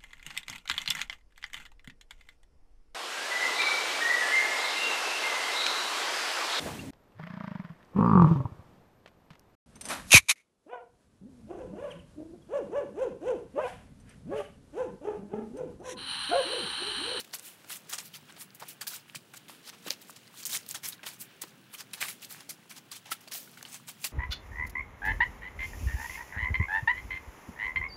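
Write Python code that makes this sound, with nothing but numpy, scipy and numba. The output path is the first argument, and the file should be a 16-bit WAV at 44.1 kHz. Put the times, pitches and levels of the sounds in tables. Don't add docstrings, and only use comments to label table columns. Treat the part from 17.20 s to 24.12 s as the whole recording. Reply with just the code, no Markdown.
import sys
import numpy as np
from scipy import signal
from scipy.fft import rfft, irfft, next_fast_len
from scipy.io import wavfile
from scipy.ndimage import uniform_filter1d
from numba import njit

SR = 44100
rng = np.random.default_rng(int(sys.argv[2]) if len(sys.argv) > 2 else 0)


def how_loud(loudness_db):
    steps = np.asarray(loudness_db, float) / 20
    return 10 ** steps


def int16_out(signal):
    q = np.round(np.clip(np.atleast_2d(signal).T, -1, 1) * 32767)
    wavfile.write(sys.argv[1], SR, q.astype(np.int16))


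N = 305172


def colour_db(table, f_hz):
    table_hz, db = np.transpose(table)
    return np.interp(np.log(f_hz), np.log(table_hz), db)


@njit
def ring(count, start, f_hz, t60_s, push_s, size):
    out = np.zeros(count)
    for k in range(len(start)):
        turn = np.exp(2j * np.pi * f_hz[k] / SR - np.log(1000) / (t60_s[k] * SR))
        push_decay = np.exp(-1 / (push_s[k] * SR))
        z, rest = size[k] + 0j, 1.
        for i in range(start[k], min(count, start[k] + int(t60_s[k] * SR * 5 / 6) + 2)):
            out[i] += z.imag * (1 - rest)
            z *= turn
            rest *= push_decay
    return out


def strike(t_s, f_hz, t60_s, push_s, size):
    start = np.clip(t_s * SR, 0, N - 1).astype(np.int64)
    return ring(N, start, 1. * f_hz, np.clip(t60_s, 1e-4, .5), push_s + 1e-6, size)


def walk(rate_hz):
    hold = int(SR / rate_hz)
    steps = np.repeat(rng.standard_normal(N // hold + 1), hold)
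    return 2.34 * uniform_filter1d(uniform_filter1d(steps, hold), hold)[:N]


# t/s, level/dB at 4.5 kHz
RUSTLE_LEVELS = [(0, -62), (1, -63), (1.3, -70), (2.2, -65.5), (2.97, -59), (3.15, -67), (3.37, -49.5),
                 (3.6, -72), (4.15, -64.5), (4.3, -66.5), (5, -62), (5.4, -65.5), (6.0, -67), (6.34, -57.5),
                 (6.65, -66), (6.92, -58)]
# t of top/s, level/dB, tilt/(dB/octave), rise/ms, fall to -20 dB/ms
SCRAPE_MOVES = [(0.0061, -40, -0.2, 250, 19), (0.1383, -37, -3, 20, 37), (0.1954, -47, -2.5, 26, 22),
                (0.26, -47.5, 0.5, 80, 103), (0.5201, -41.5, 2.5, 68, 69), (0.5715, -48, -1, 210, 17),
                (0.7395, -34, -2, 76, 36), (0.8668, -52, 3.5, 150, 29), (0.953, -41, -0.2, 45, 34),
                (1.0943, -51, -6, 45, 64), (1.2162, -42.5, -0.5, 69, 32), (1.427, -44.5, -8, 43, 23),
                (1.5133, -48, -1.5, 202, 25), (1.7151, -42.5, -2, 31, 94), (1.7567, -39.5, 0.7, 110, 36),
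                (1.8832, -54, -1.5, 10, 55), (2.176, -45, 0, 49, 10), (2.4943, -44.5, -3.5, 115, 15),
                (2.534, -50.5, -8, 21, 29), (2.6816, -37.5, -3, 85, 23), (2.9064, -50, 3.5, 52, 8),
                (3.204, -46, 1.2, 136, 44), (3.3512, -29, 0, 108, 33.5), (3.512, -39, 1, 68, 26.5),
                (3.6604, -35.5, 0.5, 54, 14), (3.6901, -43.5, 4.5, 80, 21), (3.8728, -38, -2, 49, 70),
                (3.9354, -53, 1, 21, 45), (4.0145, -46, 5.5, 46, 39), (4.2842, -54, -0.5, 73, 37),
                (4.548, -43.5, -3, 58, 24), (4.6075, -40, -2.1, 64, 22), (4.778, -50.5, -5.5, 27, 130),
                (4.812, -30.5, -3, 20, 85), (4.898, -40.5, -0.8, 170, 64), (5.0286, -44.5, -0.5, 32, 52),
                (5.1094, -43.5, 0, 34, 64), (5.1642, -50.5, -5, 130, 94), (5.51, -44, -2, 25, 39),
                (5.5805, -43, -3, 70, 20), (5.7657, -42.5, 0.5, 63, 27), (5.9213, -27.5, 0, 24, 20.5),
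                (6.139, -40.5, 2, 24, 126), (6.5511, -45, -1, 160, 51), (6.69, -40, -1, 41, 39),
                (6.8679, -37, 2.1, 105, 18)]
# t of top/s, level/dB, tilt/(dB/octave), fall to -20 dB/ms
CLACK_MOVES = [(0.046, -51.5, -2, 12), (0.145, -39.5, 2.5, 24), (0.4465, -46.5, -7.5, 5.5),
               (0.4998, -42.5, -4.5, 47), (0.6966, -40.5, 0.5, 28), (0.7843, -35, -2, 42),
               (1.1644, -51, -7, 42), (1.3501, -52.5, 4, 25), (1.4001, -48.5, -1.5, 43),
               (1.486, -49, 7, 59), (1.613, -36, -2.5, 38), (1.672, -31.5, 1.5, 42),
               (1.9522, -37, -1.5, 26), (2.139, -43.5, -4.5, 12.5), (2.285, -50, -3, 125),
               (2.7054, -33.5, -2.5, 39), (2.817, -49.5, 1, 30), (2.964, -46, -1, 19),
               (3.229, -42.5, -1.5, 20), (3.257, -36, 2, 37), (3.296, -43.5, 2.2, 24),
               (3.4649, -48, 1.6, 6), (3.5466, -31.5, -2.5, 37.5), (3.6357, -39.5, -1.5, 94),
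               (3.725, -44, -2, 27), (3.8345, -43, -8, 23), (3.8665, -35, -4, 17), (4.219, -33.5, 1, 17),
               (4.2357, -38.5, -6.5, 18), (4.735, -37.5, -1.5, 29), (4.8271, -38, -5, 19),
               (5.051, -47, 4.5, 8), (5.204, -46, -6, 26), (5.2953, -36, 0.5, 39), (5.499, -46.5, 3, 3),
               (5.7171, -38.5, -3, 46), (5.857, -52, -5.5, 200), (6.01, -56.5, 1, 35),
               (6.0779, -44.5, -4, 18), (6.1164, -41, -1.3, 112), (6.374, -52, -4, 53),
               (6.429, -41.5, -6, 4), (6.454, -47, -6, 43), (6.844, -29, -1.9, 31)]


def contact_power(t_s, octaves):
    rustle_tilt_db_per_octave = -2.7
    scrape_bend, clack_bend, fall_bend = 1.36, 1.97, 1.206
    clack_rise_ms = 7.6
    rustle_db = np.interp(t_s, *np.transpose(RUSTLE_LEVELS))
    power = how_loud(rustle_db + rustle_tilt_db_per_octave * octaves) ** 2
    moves = [(scrape_bend, *row) for row in SCRAPE_MOVES]
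    moves += [(clack_bend, top_s, db, tilt, clack_rise_ms, fall_ms)
              for top_s, db, tilt, fall_ms in CLACK_MOVES]
    pitch_favours = rng.standard_normal((len(moves), 16))
    for (bend, top_s, db, tilt, *ms), favours in zip(moves, pitch_favours):
        rise_s, fall_s = np.maximum(ms, 1) / 1000
        now = slice(*np.searchsorted(t_s, [top_s - rise_s, top_s + 2 * fall_s]))
        after_s = t_s[now] - top_s
        loss_db = 45 * np.maximum(-after_s / rise_s, 0) ** bend
        loss_db += 20 * np.maximum(after_s / fall_s, 0) ** fall_bend
        loss_db += 3.5 * np.exp(-np.abs(after_s) / 0.00075 - rise_s / 0.0026)
        favour_db = 3.0 * np.interp(octaves[now], np.linspace(-4, 2, 16), favours)
        power[now] += how_loud(db - loss_db + tilt * octaves[now] + favour_db) ** 2
    return power


# f/Hz, level/dB
CLICK_SPECTRUM = [(180, -48), (300, -37), (856, 2), (994, -2), (1190, 3), (1660, 4), (2570, 8), (5700, 7),
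                  (14200, 4), (16000, 3)]


def crunches_and_scrapes():
    clicks_per_s, slips_per_s, slip_fall_s = 14000, 120, 0.0044
    base_cycles, push_cycles = 9.86, 0.42
    when, pitch, hardness, damping = rng.random((clicks_per_s * N // SR, 4)).T
    t_s = np.sort(when) * N / SR
    f_hz = 300 + 15700 * pitch ** 1.5
    octaves = np.log2(f_hz / 4500)
    power = contact_power(t_s, octaves)

    slips = np.minimum(rng.exponential(size=len(t_s)), 2.5)
    slips = slips * (rng.random(len(t_s)) < slips_per_s / clicks_per_s)
    stutter_db = 2 * signal.lfilter([1], [1, -np.exp(-1 / (slip_fall_s * clicks_per_s))], slips)

    spread_db = -2.0 * np.log(1 - hardness)
    size = how_loud(-8.0 + stutter_db + spread_db + colour_db(CLICK_SPECTRUM, f_hz) + 5.2 * octaves)

    ring_cycles = base_cycles * how_loud(14.0 * (damping - .5))
    ping = damping > 1 - .012
    ring_cycles[ping] *= 2.5
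    size[ping] *= how_loud(7)
    size = np.sqrt(power * base_cycles / ring_cycles) * size
    return strike(t_s, f_hz, ring_cycles / f_hz, push_cycles / f_hz, size)


# t/s, relative level/dB, f/Hz
SNAP_HITS = [(0.1372, -22, 1960), (0.187, -22, 8370), (0.1957, -16.5, 8400), (0.4975, -17.5, 9300),
             (0.5058, -22.5, 1610), (0.569, -19, 8400), (0.7016, -18.5, 7000), (0.713, -21, 11800),
             (0.7348, -9.5, 6300), (0.7863, -11, 5560), (1.1246, -27.5, 8000), (1.3496, -26, 10600),
             (1.898, -24, 2800), (1.947, -23.5, 1900), (1.948, -25, 1070), (2.2825, -28.5, 3430),
             (2.2965, -26.5, 950), (2.6637, -21.5, 500), (2.673, -23, 2700), (2.7061, 0, 4870),
             (2.817, -26, 12920), (2.8963, -24.5, 1190), (2.908, -26, 8950), (3.141, -32.5, 1090),
             (3.2327, -18, 6500), (3.2534, -8, 6760), (3.268, -12, 6150), (3.3578, -10, 6910),
             (3.373, -7.5, 7040), (3.4638, -26.5, 4550), (3.49, -10.5, 10500), (3.5113, -8, 7750),
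             (3.552, -28, 6850), (3.832, -22, 2560), (3.8412, -25, 1560), (4.219, -14, 7900),
             (4.6057, -30, 2750), (4.7395, -15, 3700), (4.815, -17, 1980), (4.8269, -6.5, 2330),
             (4.8552, -17, 8900), (5.048, -20.5, 4800), (5.1471, -25.5, 1700), (5.2067, -23.5, 5000),
             (5.29, -32.5, 614), (5.5764, -31, 6200), (5.7103, -34, 10100), (5.893, -31, 900),
             (5.9189, -15, 4530), (6.1524, -19.5, 2980), (6.316, -29, 10700), (6.4284, -26, 5950),
             (6.452, -23.5, 3100), (6.5297, -19, 9050)]


def snaps():
    t_s, db, f_hz = np.transpose(SNAP_HITS)
    cycles = 6.2 * (f_hz / 5000) ** 0.2
    return strike(t_s, f_hz, cycles / f_hz, 0.86 / f_hz, how_loud(db + 2.5))


# t/s, level/dB of main tone, f/Hz of main tone
KNOCK_HITS = [(0.733, -35.5, 1212), (0.94, -36, 3120), (1.095, -45, 1560), (1.423, -30, 920),
              (1.4308, -38, 1020), (1.617, -30, 4600), (1.6685, -33.5, 1624), (1.678, -31, 4860),
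              (1.735, -38, 1490), (1.957, -38, 3120), (1.961, -30.5, 156), (2.668, -35, 191),
              (2.674, -31.5, 318), (2.687, -45, 303), (2.706, -32.5, 556), (3.331, -26.5, 3850),
              (3.635, -40, 2240), (3.65, -37, 2250), (3.793, -43, 1600), (3.868, -29, 3090),
              (4.236, -35, 327), (4.236, -37, 987), (4.734, -34, 2560), (4.826, -30, 1570),
              (4.851, -33, 1170), (5.917, -21.5, 1336), (5.917, -38, 338), (6.073, -42.5, 666),
              (6.15, -40.5, 740), (6.275, -44, 1470), (6.373, -39.5, 1460), (6.451, -37, 3040),
              (6.842, -27, 2490)]


def knocks():
    t_s, db, f_hz = np.transpose(KNOCK_HITS)
    t60_s = 0.026 * (f_hz / 1000) ** -0.22
    push_s = 0.77 / f_hz
    main = strike(t_s, f_hz, t60_s, push_s, how_loud(db))
    upper = strike(t_s, 1.464 * f_hz, 0.88 * t60_s, push_s, how_loud(db - 7.5))
    return main + upper


def strays():
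    ticks_per_s = 22
    when, pitch, hardness = rng.random((ticks_per_s * N // SR, 3)).T
    f_hz = 900 * 2 ** (3.5 * pitch)
    size = how_loud(-45. - 2.5 * np.log(1 - hardness))
    return strike(when * N / SR, f_hz, 8.3 / f_hz, 0.85 / f_hz, size)


# delay/s, level/dB
ECHO_PATHS = [(.0042, -32), (0.01, -26.5), (.019, -31), (.031, -23)]


def echoes(near):
    out = np.zeros(N)
    for delay_s, db in ECHO_PATHS:
        lag = int(delay_s * SR)
        out[lag:] += how_loud(db) * near[:-lag]
    return out


# f/Hz, level/dB
TOWN_SPECTRUM = [(18, -64), (30, -50), (115, 0.5), (165, 3.5), (554, -8), (1160, -13), (1540, -10),
                 (2010, -14.5), (2900, -11), (6380, -27.5), (10800, -25), (14800, -31), (16000, -13.5)]


def town():
    rms_db = -58
    size = next_fast_len(N)
    f_hz = np.maximum(np.arange(size // 2 + 1) * SR / size, 1)
    spectrum = rfft(rng.standard_normal(size)) * how_loud(colour_db(TOWN_SPECTRUM, f_hz))
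    out = 0
    for centre in range(4, 15):
        share = np.maximum(1 - np.abs(np.log2(f_hz) - centre), 0)
        flicker_db = 0.7 * walk(3.08) + 0.8 * walk(11)
        out = out + irfft(spectrum * share, size)[:N] * how_loud(flicker_db)
    return out * how_loud(rms_db) / np.std(out)


# start t/s, length/s, f/Hz, level/dB
HUM_TONES = [(2.1, 0.96, 464, -70), (3.9, 0.54, 393, -67.5), (5.898, 1, 245.2, -66.5)]


def hums():
    t_s, out = np.arange(N) / SR, 0
    for start_s, length_s, f_hz, db in HUM_TONES:
        swell = np.sin(np.pi * np.clip((t_s - start_s) / length_s, 0, 1)) ** .5
        wavering_hz = f_hz * (1 + 0.00616 * walk(6))
        out = out + how_loud(db) * swell * np.sin(2 * np.pi * np.cumsum(wavering_hz) / SR)
    return out


def scene():
    near = crunches_and_scrapes() + snaps() + strays() + knocks()
    bass_cut = signal.butter(3, 120, "high", fs=SR, output="sos")
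    near = signal.sosfilt(bass_cut, near + echoes(near))
    return (near + town() + hums())[None]


def roll_off(x):
    return signal.sosfilt(signal.butter(12, 16630, fs=SR, output="sos"), x)


def record(dry):
    top_hz, ripple_db, stop_db = 15700, .2, 45
    top_cut = signal.ellip(8, ripple_db, stop_db, top_hz, fs=SR, output="sos")
    mix = signal.sosfilt(top_cut, dry)
    return roll_off(mix)


dry = scene()
out = record(dry)
int16_out(out)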